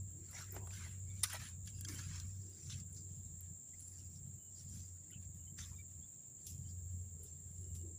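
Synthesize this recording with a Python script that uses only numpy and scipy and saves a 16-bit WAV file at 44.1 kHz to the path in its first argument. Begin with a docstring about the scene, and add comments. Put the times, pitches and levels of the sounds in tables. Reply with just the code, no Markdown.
"""A man's steps over grit, dry leaves and twigs recede in a forest clearing: grains of shaped noise,
with snaps as short noise bursts and knocks of a stick as ringing modes.
A cicada chorus drones as clicks through resonators; crickets, far birds and two tinks of a buckle are narrow noise.
The breeze rumbles on the microphone as low noise and makes its housing hum and moan; a faint hiss fills the forest."""
import sys
import numpy as np
from scipy import signal
from scipy.fft import rfft, irfft, next_fast_len
from scipy.io import wavfile
from scipy.ndimage import uniform_filter1d

SR = 44100
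rng = np.random.default_rng(int(sys.argv[2]) if len(sys.argv) > 2 else 0)


def inscribe(sig):
    """Save sig as 16-bit PCM at rate SR to the path in sys.argv[1].

    A 1-D sig is mono; a 2-D sig holds one channel per row.
    Samples are clipped to [-1, 1] before scaling.
    """
    pcm = np.round(np.clip(np.atleast_2d(sig).T, -1, 1) * 32767)
    wavfile.write(sys.argv[1], SR, pcm.astype(np.int16))


N = 351918  # samples

# Feet in the litter. Each row: time when full level is reached in seconds (the rise comes before it),
# rise, hold and fall in seconds, crunch level in dB, then grit, twigs, dry fizz and sheen in dB over the crunch.
FOOTSTEPS = [(.32, 0.17, 0.035, .06, -64.5, -4.5, -10.5, -3, -13),
             (.375, 0.11, 0.036, 0.15, -55.5, -2.5, -8.5, -9, -13),
             (.525, 0.071, .01, .05, -68.5, -1, -22, -2, 5),
             (0.564, 0.069, 0.0062, 0.08, -63.5, 3, -8, -5, -13),
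             (.75, 0.14, 0.028, 0.083, -58.5, -5.5, -4.5, -9, -12),
             (.81, 0.12, 0.053, .22, -63.5, 3, -1, -4, -14), (1.2, 0.24, .03, .02, -66.5, -12, -6, -9, -24),
             (1.238, 0.0098, 0.0041, 0.028, -37.5, -5.5, -4.5, -7, -8),
             (1.255, .015, 0.026, .08, -55, -6.5, -6, -4, -9), (1.3, .02, 0.023, .05, -54, -3, -3, -4, -11),
             (1.329, .012, 0.014, 0.048, -52, -3.5, -6, -5, -1),
             (1.35, 0.016, 0.0091, 0.071, -53.5, 0, -2.5, -6.5, -14),
             (1.4, 0.048, 0.081, 0.1, -58, -2, -4, -4.5, -13),
             (1.68, 0.06, 0.0065, 0.073, -61, -14, -4.5, -6.5, -14),
             (1.75, .08, 0.16, .04, -73, -25, -12, -1, -10),
             (1.888, .03, 0.072, .06, -55, -5.5, -10, -6, -9),
             (1.99, .06, 0.0058, 0.14, -52, -8, -7, -9.5, -17),
             (2.15, 0.49, 0.031, 0.15, -57.5, -4.5, -8.5, -10, -24),
             (2.3, 0.091, .2, .15, -70, -12.5, -17, -9, -25),
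             (2.68, 0.45, .005, .03, -59.5, -19, -14.5, -10, -35),
             (2.699, 0.0089, 0.029, .1, -52.5, -17, -5, -12, -22),
             (2.76, 0.095, 0.045, 0.06, -63, -11, -9, -9, -24),
             (2.968, 0.036, .006, 0.11, -57, -23, -26, -16, -33), (3.1, .1, .3, .3, -76, -21, -6, -4, -22),
             (3.69, 0.11, .006, 0.048, -77, -19, -7, -16, -25),
             (3.8, 0.084, 0.15, 0.33, -73.5, -23, -15, 7, -5),
             (4.0, 0.63, 0.017, .2, -67.5, -16.5, -17, -10, -26),
             (4.16, 0.23, 0.0053, 0.088, -68, -21, -16, -6.5, -25),
             (4.605, 0.15, .008, 0.079, -62, -23, -16, -6.5, -25),
             (4.755, 0.2, 0.015, .28, -59, -20, -16, -8.5, -11),
             (5.08, 0.18, .006, 0.2, -80, -17, -20, -14, -12),
             (5.587, 0.025, 0.026, 0.21, -54, -10, -12.5, -11, -18),
             (6.455, .12, .01, 0.026, -72, -19, -11, 2.5, -16),
             (6.468, .006, 0.021, 0.14, -55.5, -29.5, -11.5, -1.5, -4),
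             (6.69, 0.17, .006, 0.18, -68, -19, -22, -9, -23),
             (7.235, 0.0089, .005, 0.056, -74, -13, -17, 15, 16),
             (7.28, 0.11, .008, 0.097, -68.5, -28, -12, -8, -24),
             (7.66, 0.41, .006, .2, -78, -14, -9, 1, -11),
             (7.752, 0.019, 0.0036, 0.097, -64.5, -13, -9.5, 1.5, 1)]
# Faint stir between steps, before its slow wander: crunch, grit, twigs, fizz and sheen in dB.
REST_STIR_DB = (-85.5, -92.5, -91, -84, -90.5)
# Near heels grinding. Each row: time when full level is reached in seconds (the rise comes before it),
# hold in seconds, level in dB.
HEEL_GRINDS = [(0.343, 0.059, -64.5), (0.558, 0.0052, -56), (0.602, 0.14, -70), (0.86, .012, -70),
               (1.244, .004, -65), (1.346, 0.013, -55.5), (1.42, .006, -67), (1.976, 0.041, -79)]
HEEL_RISE_S, HEEL_FALL_S = 0.035, 0.04  # time to swell or fade by 30 dB
SAG_DB_PER_S = 31  # a held stroke slowly loses strength

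# Spectra of the litter. Each row: frequency in Hz, relative density in dB per Hz.
HEEL_SPECTRUM = [(350, -22), (500, -7.5), (700, -3), (1000, -1.5), (1400, -54)]
GRIT_SPECTRUM = [(800, -19.5), (1150, -4), (1700, 0), (2500, -5), (3300, -18)]
TWIG_SPECTRUM = [(1900, -20), (2600, -1.5), (3300, 1), (4100, 0), (5200, -11)]
CRUNCH_SPECTRUM = [(3300, -25), (4300, -4), (5500, 4), (7500, 5.5), (9000, -29.5), (10500, -29)]
FIZZ_SPECTRUM = [(7000, -35), (8800, -1.5), (10200, -2.5), (11400, -11.5), (12600, -38)]
SHEEN_SPECTRUM = [(10500, -18), (12000, -0.5), (14000, -3), (16500, 2)]

# Snapping fibres. Each row: start in seconds, bright peak in dB, bright centre in Hz,
# woody peak in dB, woody pitch in Hz, tearing time in ms.
FIBRE_SNAPS = [(0.3092, -49, 13100, -58, 5950, 2.5), (0.5643, -61, 11900, -37.5, 680, 1.1),
               (0.6709, -48.5, 9880, -51, 784, 4.2), (0.706, -64, 12000, -49.5, 2370, 4),
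               (0.737, -52, 10100, -50, 4840, 2.3), (0.912, -52, 9280, -63, 1930, 2.5),
               (1.2323, -17.5, 9770, -28.5, 4840, 7.1), (1.3, -41, 9400, -50, 6170, 2.5),
               (1.3311, -37, 9400, -44.5, 900, 6.3), (1.66, -49, 9560, -52, 6400, 2.63),
               (1.8846, -59, 10000, -35.5, 6300, 2.8), (1.947, -44, 10200, -46, 6290, 1.2),
               (2.199, -68, 9240, -38, 5830, 2.3), (2.5069, -54, 9650, -72, 6300, 2.2),
               (2.7014, -59, 9610, -55, 4950, 2.5), (2.8013, -55, 9150, -50, 6100, 2.5),
               (2.8674, -53, 10300, -76, 5400, 2.7), (2.9292, -46, 9700, -73, 6300, 1.5),
               (2.9467, -51, 10000, -54, 6200, 2.1), (3.4074, -43, 13000, -77, 654, 1.6),
               (3.8, -45, 9500, -85, 5780, 5.2), (3.878, -48, 9900, -75, 5640, 2.5),
               (4.6954, -50, 9000, -78, 6260, 2.7), (5.1095, -47.5, 11000, -70, 3120, 1.8),
               (5.5889, -61, 10000, -45, 1580, 2.3), (5.9593, -60, 8800, -81, 641, 2.5),
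               (6.0841, -61, 12400, -78, 797, 2.6), (6.466, -40.5, 11400, -42.5, 5700, 3.2),
               (7.2315, -47.5, 10310, -75, 5500, 2.2), (7.5138, -54, 10100, -84, 700, 2.3),
               (7.613, -53, 9990, -73, 6150, 2.5), (7.7495, -51, 11200, -66, 5870, 2.6)]
# Knocks of a dry stick. Each row: start in seconds, peak of the ring in dB, peak of the bright tick in dB.
STICK_KNOCKS = [(1.674, -42.5, -44), (1.783, -55, -69), (1.81, -52, -35.5), (1.8479, -36.5, -41)]
# Modes of the stick. Each row: frequency in Hz, relative level in dB, ring time scale in seconds.
STICK_MODES = [(1660, -4.5, 0.031), (3300, -1, 0.021), (4820, -0.5, .02), (6480, 5, 0.0058),
               (9860, -6, 0.011)]

# Cicada choirs. Each row: body resonance in Hz, width in Hz, level in dB, throbs per second, throb depth 0-1.
CICADA_CHOIRS = [(7460, 566, -58.5, 79, 0), (7058, 795, -61.5, 140, 0), (8676, 200, -77, 42, 0),
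                 (8160, 1200, -75, 33, .3), (15080, 480, -76, 34, 0.2), (15500, 440, -83, 15, 0),
                 (14300, 1200, -87.5, 11, 0.9)]
# Cricket trills. Each row: start in seconds, length in seconds, first and last pitch in Hz,
# level in dB before fades and flutter.
CRICKET_TRILLS = [(0.422, 0.74, 11680, 11700, -80), (1.04, 0.52, 11750, 11640, -82),
                  (3.358, 0.53, 12200, 12400, -100), (4.247, 0.42, 11860, 11830, -86),
                  (5.25, 0.66, 11620, 11620, -80), (6.553, 0.67, 11900, 12070, -86),
                  (7.168, 0.26, 12280, 12290, -92), (7.6, 0.39, 11860, 11900, -85)]
# Far bird notes, and two thin metal tinks of a buckle near 14 kHz. Each row: start in seconds,
# length in seconds, first and last pitch in Hz, level in dB before fades, blur in Hz.
CHIPS_AND_TINKS = [(0.522, 0.0041, 13900, 13900, -45.5, 900), (0.54, 0.014, 14100, 14100, -55, 900),
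                   (0.594, 0.075, 890, 874, -72, 250), (1.054, 0.17, 2200, 2380, -73.5, 200),
                   (1.091, 0.036, 3600, 3530, -75, 150), (3.725, 0.036, 1940, 2170, -74, 150),
                   (0.188, 0.086, 2100, 1920, -89, 200), (0.462, 0.092, 1930, 1940, -75, 250),
                   (1.699, 0.19, 2740, 2760, -80, 250), (1.722, 0.11, 4900, 4900, -72, 300),
                   (4.368, 0.19, 3000, 2940, -84, 40), (5.112, 0.05, 3060, 2950, -66, 300),
                   (5.119, 0.072, 2680, 2740, -72, 300), (5.1, 0.021, 1938, 2187, -74.5, 200),
                   (5.116, 0.027, 1480, 1460, -76, 200), (5.379, 0.081, 2900, 2880, -86, 40.5),
                   (5.458, .025, 2120, 2130, -83, 80), (5.464, 0.051, 3050, 3100, -75, 60),
                   (5.6, 0.059, 3580, 3570, -60.5, 500), (5.705, 0.054, 1030, 990, -74.5, 400),
                   (5.733, 0.027, 2400, 2350, -80, 60), (5.74, 0.082, 3630, 3660, -79, 60),
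                   (5.778, 0.051, 2333, 2320, -67, 59.6), (6.005, 0.058, 3220, 3540, -77, 122),
                   (6.627, 0.079, 2980, 3200, -80, 150), (6.679, 0.044, 4950, 4950, -72, 250),
                   (4.548, 0.055, 4850, 5030, -71, 500), (7.257, 0.024, 3550, 3740, -78, 200),
                   (7.599, 0.28, 2950, 2880, -86, 40)]

# Strength of the breeze. Each row: time in seconds, hum level in dB, buffeting level in dB, before fast wander.
BREEZE_LEVELS = [(0.0, -46.5, -56), (0.11, -53, -61.5), (0.26, -60.5, -57.5), (0.44, -55, -68),
                 (0.51, -49.5, -59.5), (1.04, -49, -60.5), (1.44, -54.5, -61.5), (2.09, -48.5, -58),
                 (2.4, -49, -60.5), (2.58, -64.5, -66), (2.73, -53, -54), (3.13, -56, -63),
                 (3.49, -54, -61), (3.65, -78, -70.5), (3.75, -59.5, -67), (4.07, -57, -65.5),
                 (4.35, -58, -55), (4.42, -67.5, -72), (4.76, -52.5, -54), (4.95, -58, -70.5),
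                 (5.09, -66.5, -63.5), (5.22, -52, -57), (5.55, -58, -67.5), (5.6, -49.5, -55.5),
                 (5.93, -61.5, -67.5), (6.0, -55, -58), (6.14, -77, -70), (6.42, -70.5, -67),
                 (6.51, -53.5, -57.5), (6.87, -47.5, -60.5), (7.42, -60, -64), (7.78, -46.5, -62),
                 (7.96, -51.5, -61.5), (7.98, -54, -70)]
HUM_HZ, HUM_SAG_HZ_PER_S = 93.43, 0.74  # the hum slowly sinks
# Swells of the low moan. Each row: time when full level is reached in seconds (the rise comes before it),
# hold in seconds, level in dB, pitch in Hz.
MOAN_SWELLS = [(0.167, 0.05, -64.5, 308), (0.568, 0.015, -56.5, 374), (.87, .02, -74, 360),
               (1.902, 0.038, -57, 290), (2.448, 0.24, -69, 347), (2.963, 0.17, -69, 324),
               (5.082, 0.04, -71.5, 293), (5.528, .03, -70.5, 270), (7.212, .03, -69, 407),
               (7.634, .03, -69, 372), (7.852, 0.033, -59, 343)]
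MOAN_RISE_S, MOAN_FALL_S = 0.12, 0.16  # time to swell or fade by 30 dB
MOAN_REST_DB = -80  # level between swells
# Spectrum of the buffeting. Each row: frequency in Hz, relative density in dB per Hz.
BUFFET_SPECTRUM = [(8.8, -40), (15, -12.5), (32, -34), (65, -5), (94, -7.5), (112, -1), (135, 1),
                   (208, -10.5), (271, -26.5), (800, -42.5), (1040, -57), (1760, -120)]
# Spectrum of the forest hiss. Each row: frequency in Hz, relative density in dB per Hz.
HISS_SPECTRUM = [(200, 9), (300, -5.5), (600, -8.5), (1100, -17), (3000, -24), (6200, -23), (9200, -17),
                 (12500, -33), (16500, -23)]
HISS_DB = -76
EDGE_HZ = 15500  # upper band limit


def amp(db):
    """Level is logarithmic: decibels to gain."""
    return 10 ** (np.asarray(db) / 20)


def evened(x):
    """Mean power sets level: scales to rms 1."""
    return x / np.sqrt(np.mean(x ** 2) + 1e-20)


def noise():
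    """White noise holds equal power per Hz; one draw per sample."""
    return rng.standard_normal(N)


def curves(rows):
    """Linear interpolation: the columns of a time table, sample by sample."""
    s, *columns = np.transpose(rows)
    return [np.interp(np.arange(N) / SR, s, column) for column in columns]


def coloured(x, points):
    """Spectral shaping: weights each frequency, at -120 dB outside the end points; rms 1."""
    size = next_fast_len(len(x))
    f, db = np.transpose(points)
    hz = np.fft.rfftfreq(size, 1 / SR)
    gain = amp(np.interp(np.log(hz + 1), np.log(f + 1), db, -120, -120))
    return evened(irfft(rfft(x, size) * gain, size)[:len(x)])


def resonate(x, hz, width):
    """Heterodyne resonance: shifts the curve hz to zero, smooths twice (width in Hz) and shifts back."""
    turn = np.exp(2j * np.pi * np.cumsum(hz * np.ones(len(x))) / SR)
    r = np.exp(-np.pi * width / SR)
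    smooth = signal.lfilter([(1 - r) ** 2], [1, -2 * r, r * r], x / turn)
    return 2 * (turn * smooth).real


def wander(seconds):
    """Running averages leave only slow fluctuation: chance of rms 1."""
    size = round(seconds * SR)
    return evened(uniform_filter1d(uniform_filter1d(noise(), size), size))


def add(mix, s, sound):
    """Superposition: mixes a sound in at second s."""
    part = mix[round(s * SR):][:len(sound)]
    part += sound[:len(part)]


def strokes(s, rise, hold, fall, db, rest_db):
    """Powers of events add: gain that rises up to s, holds and falls (30 dB in rise or fall s) over a rest."""
    t = np.arange(0, N / SR + 0.002, 0.001)[:, None]  # one row per ms, one column per event
    held = np.clip(t - s, 0, hold)
    slope = np.minimum(t - s, 0) / rise - np.maximum(t - s - hold, 0) / fall
    power = amp(db + 30 * slope - SAG_DB_PER_S * held) ** 2
    event_power = np.interp(np.arange(N) / SR, t[:, 0], power.sum(axis=1))
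    return np.sqrt(event_power + amp(rest_db) ** 2)


def grains(colour, per_s, spread_db, ring_db):
    """Granular friction: random tiny breaks over steady noise ring in narrow patches of pitch."""
    size = amp(spread_db * np.minimum(rng.exponential(1, N), 4))
    breaks = evened(size * (rng.random(N) < per_s / SR) * noise())
    z = signal.stft(breaks + 1.52 * noise(), nperseg=512, noverlap=384)[2]
    patches = uniform_filter1d(rng.standard_normal(z.shape), size=2, axis=0)  # across frequency
    patches = uniform_filter1d(patches, size=12, axis=1)  # across time
    rung = signal.istft(z * amp(ring_db * evened(patches)), nperseg=512, noverlap=384)[1][:N]
    return coloured(rung, colour)


def scuff():
    """Contact noise by layer: the heel grinds low, grit, twigs and leaves crunch, dry edges fizz."""
    s, rise, hold, fall, db, *over = np.transpose(FOOTSTEPS)
    stir = 3.0 * wander(0.04)  # dB
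    crunch, grit, twigs, fizz, sheen = (
        strokes(s, rise, hold, fall, db + offset, rest + stir)
        for offset, rest in zip([0, *over], REST_STIR_DB))
    s, hold, db = np.transpose(HEEL_GRINDS)
    heel = strokes(s, HEEL_RISE_S, hold, HEEL_FALL_S, db, -99)
    out = heel * grains(HEEL_SPECTRUM, 1700, 3.6, 0.84)
    # each layer flickers by its own rms dB and pace
    out += grit * grains(GRIT_SPECTRUM, 2500, 2.5, 5.3) * amp(0.72 * wander(0.0062))
    out += twigs * grains(TWIG_SPECTRUM, 2500, 2.5, 4.4) * amp(1.05 * wander(0.02))
    out += crunch * grains(CRUNCH_SPECTRUM, 3000, 6.3, 4.9) * amp(0.97 * wander(0.0073))
    out += fizz * grains(FIZZ_SPECTRUM, 2500, 2.5, 5.3) * amp(1.37 * wander(0.01))
    out += sheen * grains(SHEEN_SPECTRUM, 2200, 1.2, 1.0) * amp(2.3 * wander(0.0082))
    return out


def snaps():
    """Brittle fracture: tearing fibres give a woody knock and a bright spit, with a short leafy tail."""
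    out, t = np.zeros(N), np.arange(round(0.15 * SR)) / SR
    for s, bright_db, bright_hz, woody_db, woody_hz, tear_ms in FIBRE_SNAPS:
        a, b, c = rng.standard_normal((3, len(t)))
        after = np.maximum(t - tear_ms / 1000, 0)
        fibres = amp(3 * evened(uniform_filter1d(c, size=30)))  # uneven tearing
        onset = np.minimum(t / (0.00024 * tear_ms), 1)  # full after 24 % of the tearing
        tail = amp(-18.5 - 60 * after / 0.1)
        shape = onset * (fibres * amp(-60 * after / 0.015) + tail)
        spit = resonate(a, bright_hz, 0.2 * bright_hz) + 0.097 * np.diff(a, prepend=0)
        bright = evened(spit) * shape
        woody = resonate(np.diff(b, prepend=0), woody_hz, 0.37 * woody_hz + 300) * shape
        add(out, s, amp(bright_db) * bright / abs(bright).max() + amp(woody_db) * woody / abs(woody).max())
    return out


def knocks():
    """Modal excitation: each knock is a short rough blow that sets the stick's modes ringing."""
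    out, t = np.zeros(N), np.arange(round(0.08 * SR)) / SR
    for s, db, tick_db in STICK_KNOCKS:
        rough = rng.standard_normal(len(t))
        blow = rough * amp(-60 * t / 0.03)
        ring = sum(amp(mode_db) * evened(resonate(blow, hz, 6.1 / ring_s))
                   for hz, mode_db, ring_s in STICK_MODES)
        tick = evened(resonate(rough, 10600, 6100)) * amp(-60 * t / 0.0087)
        add(out, s, amp(db) * ring / abs(ring).max() + amp(tick_db) * tick / abs(tick).max())
    return out


def cicadas():
    """Impulse-driven resonance: a dense hail of tymbal clicks rings one body per choir, throbbing loosely."""
    out = np.zeros(N)
    for hz, width, db, per_s, depth in CICADA_CHOIRS:
        clicks = noise() * (rng.random(N) < 0.15)
        beat = np.sin(2 * np.pi * np.cumsum(per_s * (1 + 0.15 * wander(0.11))) / SR)
        throb = (1 + depth * beat) * amp(0.73 * wander(0.36))
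        body = resonate(resonate(clicks * throb, hz, width), hz, width)
        out += amp(db) * evened(body)
    return out


def narrow_note(length, first_hz, last_hz, db, blur_hz):
    """Narrow-band noise: a note on a straight glide, broken up and blurred in pitch."""
    size = round(length * SR)
    hz = np.linspace(first_hz, last_hz, size)
    note = resonate(rng.standard_normal(size), hz, blur_hz)
    return amp(db) * evened(note) * signal.windows.tukey(size, 0.6)


def crickets():
    """Amplitude fluctuation: thin high notes flutter as the air moves."""
    out = np.zeros(N)
    for s, *note in CRICKET_TRILLS:
        add(out, s, narrow_note(*note, 40))
    return out * amp(3 * wander(0.03))


def birds_and_buckle():
    """Narrow-band tones: far birds chip in short glides, and a buckle gives two thin metal tinks."""
    out = np.zeros(N)
    for s, *note in CHIPS_AND_TINKS:
        add(out, s, narrow_note(*note))
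    return out


def housing_hum():
    """Cavity resonance: the housing hums like a blown bottle, with a weak octave and a low push."""
    hum_db, _ = curves(BREEZE_LEVELS)
    hz = HUM_HZ - HUM_SAG_HZ_PER_S * np.arange(N) / SR + 2.816 * wander(0.0397)
    turns = 2 * np.pi * np.cumsum(hz) / SR
    hum = np.sqrt(2) * (np.sin(turns) + amp(-22.5) * np.sin(2 * turns)) * amp(1.46 * wander(0.054))
    push = evened(resonate(noise(), 69, 30))  # low pressure noise that swells with the hum
    return amp(hum_db) * (hum + amp(-9.5) * push)


def moan():
    """Resonance of moving pitch: a low band of noise swells and fades."""
    s, hold, db, hz = np.transpose(MOAN_SWELLS)
    band = evened(resonate(noise(), np.interp(np.arange(N) / SR, s, hz), 130))
    return band * strokes(s, MOAN_RISE_S, hold, MOAN_FALL_S, db, MOAN_REST_DB)


def buffeting():
    """Turbulent pressure: the breeze rumbles on the microphone as lumpy low noise."""
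    _, buffet_db = curves(BREEZE_LEVELS)
    lumps_db = 3.37 * wander(0.011) + 1.5 * wander(0.06)
    return amp(buffet_db + lumps_db) * coloured(noise(), BUFFET_SPECTRUM)


def forest_hiss():
    """Stationary noise: a steady faint hiss of the forest."""
    return amp(HISS_DB) * coloured(noise(), HISS_SPECTRUM)


def scene():
    """Superposition of every source at the microphone, one channel."""
    steps = scuff() + snaps() + knocks()
    high_notes = cicadas() + crickets() + birds_and_buckle()
    breeze = housing_hum() + moan() + buffeting()
    return (steps + high_notes + breeze + forest_hiss())[None]


def record(dry):
    """Band limitation: a linear-phase low-pass removes what lies above the edge."""
    lowpass = signal.firwin(1023, EDGE_HZ, window=("kaiser", 7), fs=SR)
    return signal.oaconvolve(dry, lowpass[None], "same")


dry = scene()
out = record(dry)
inscribe(out)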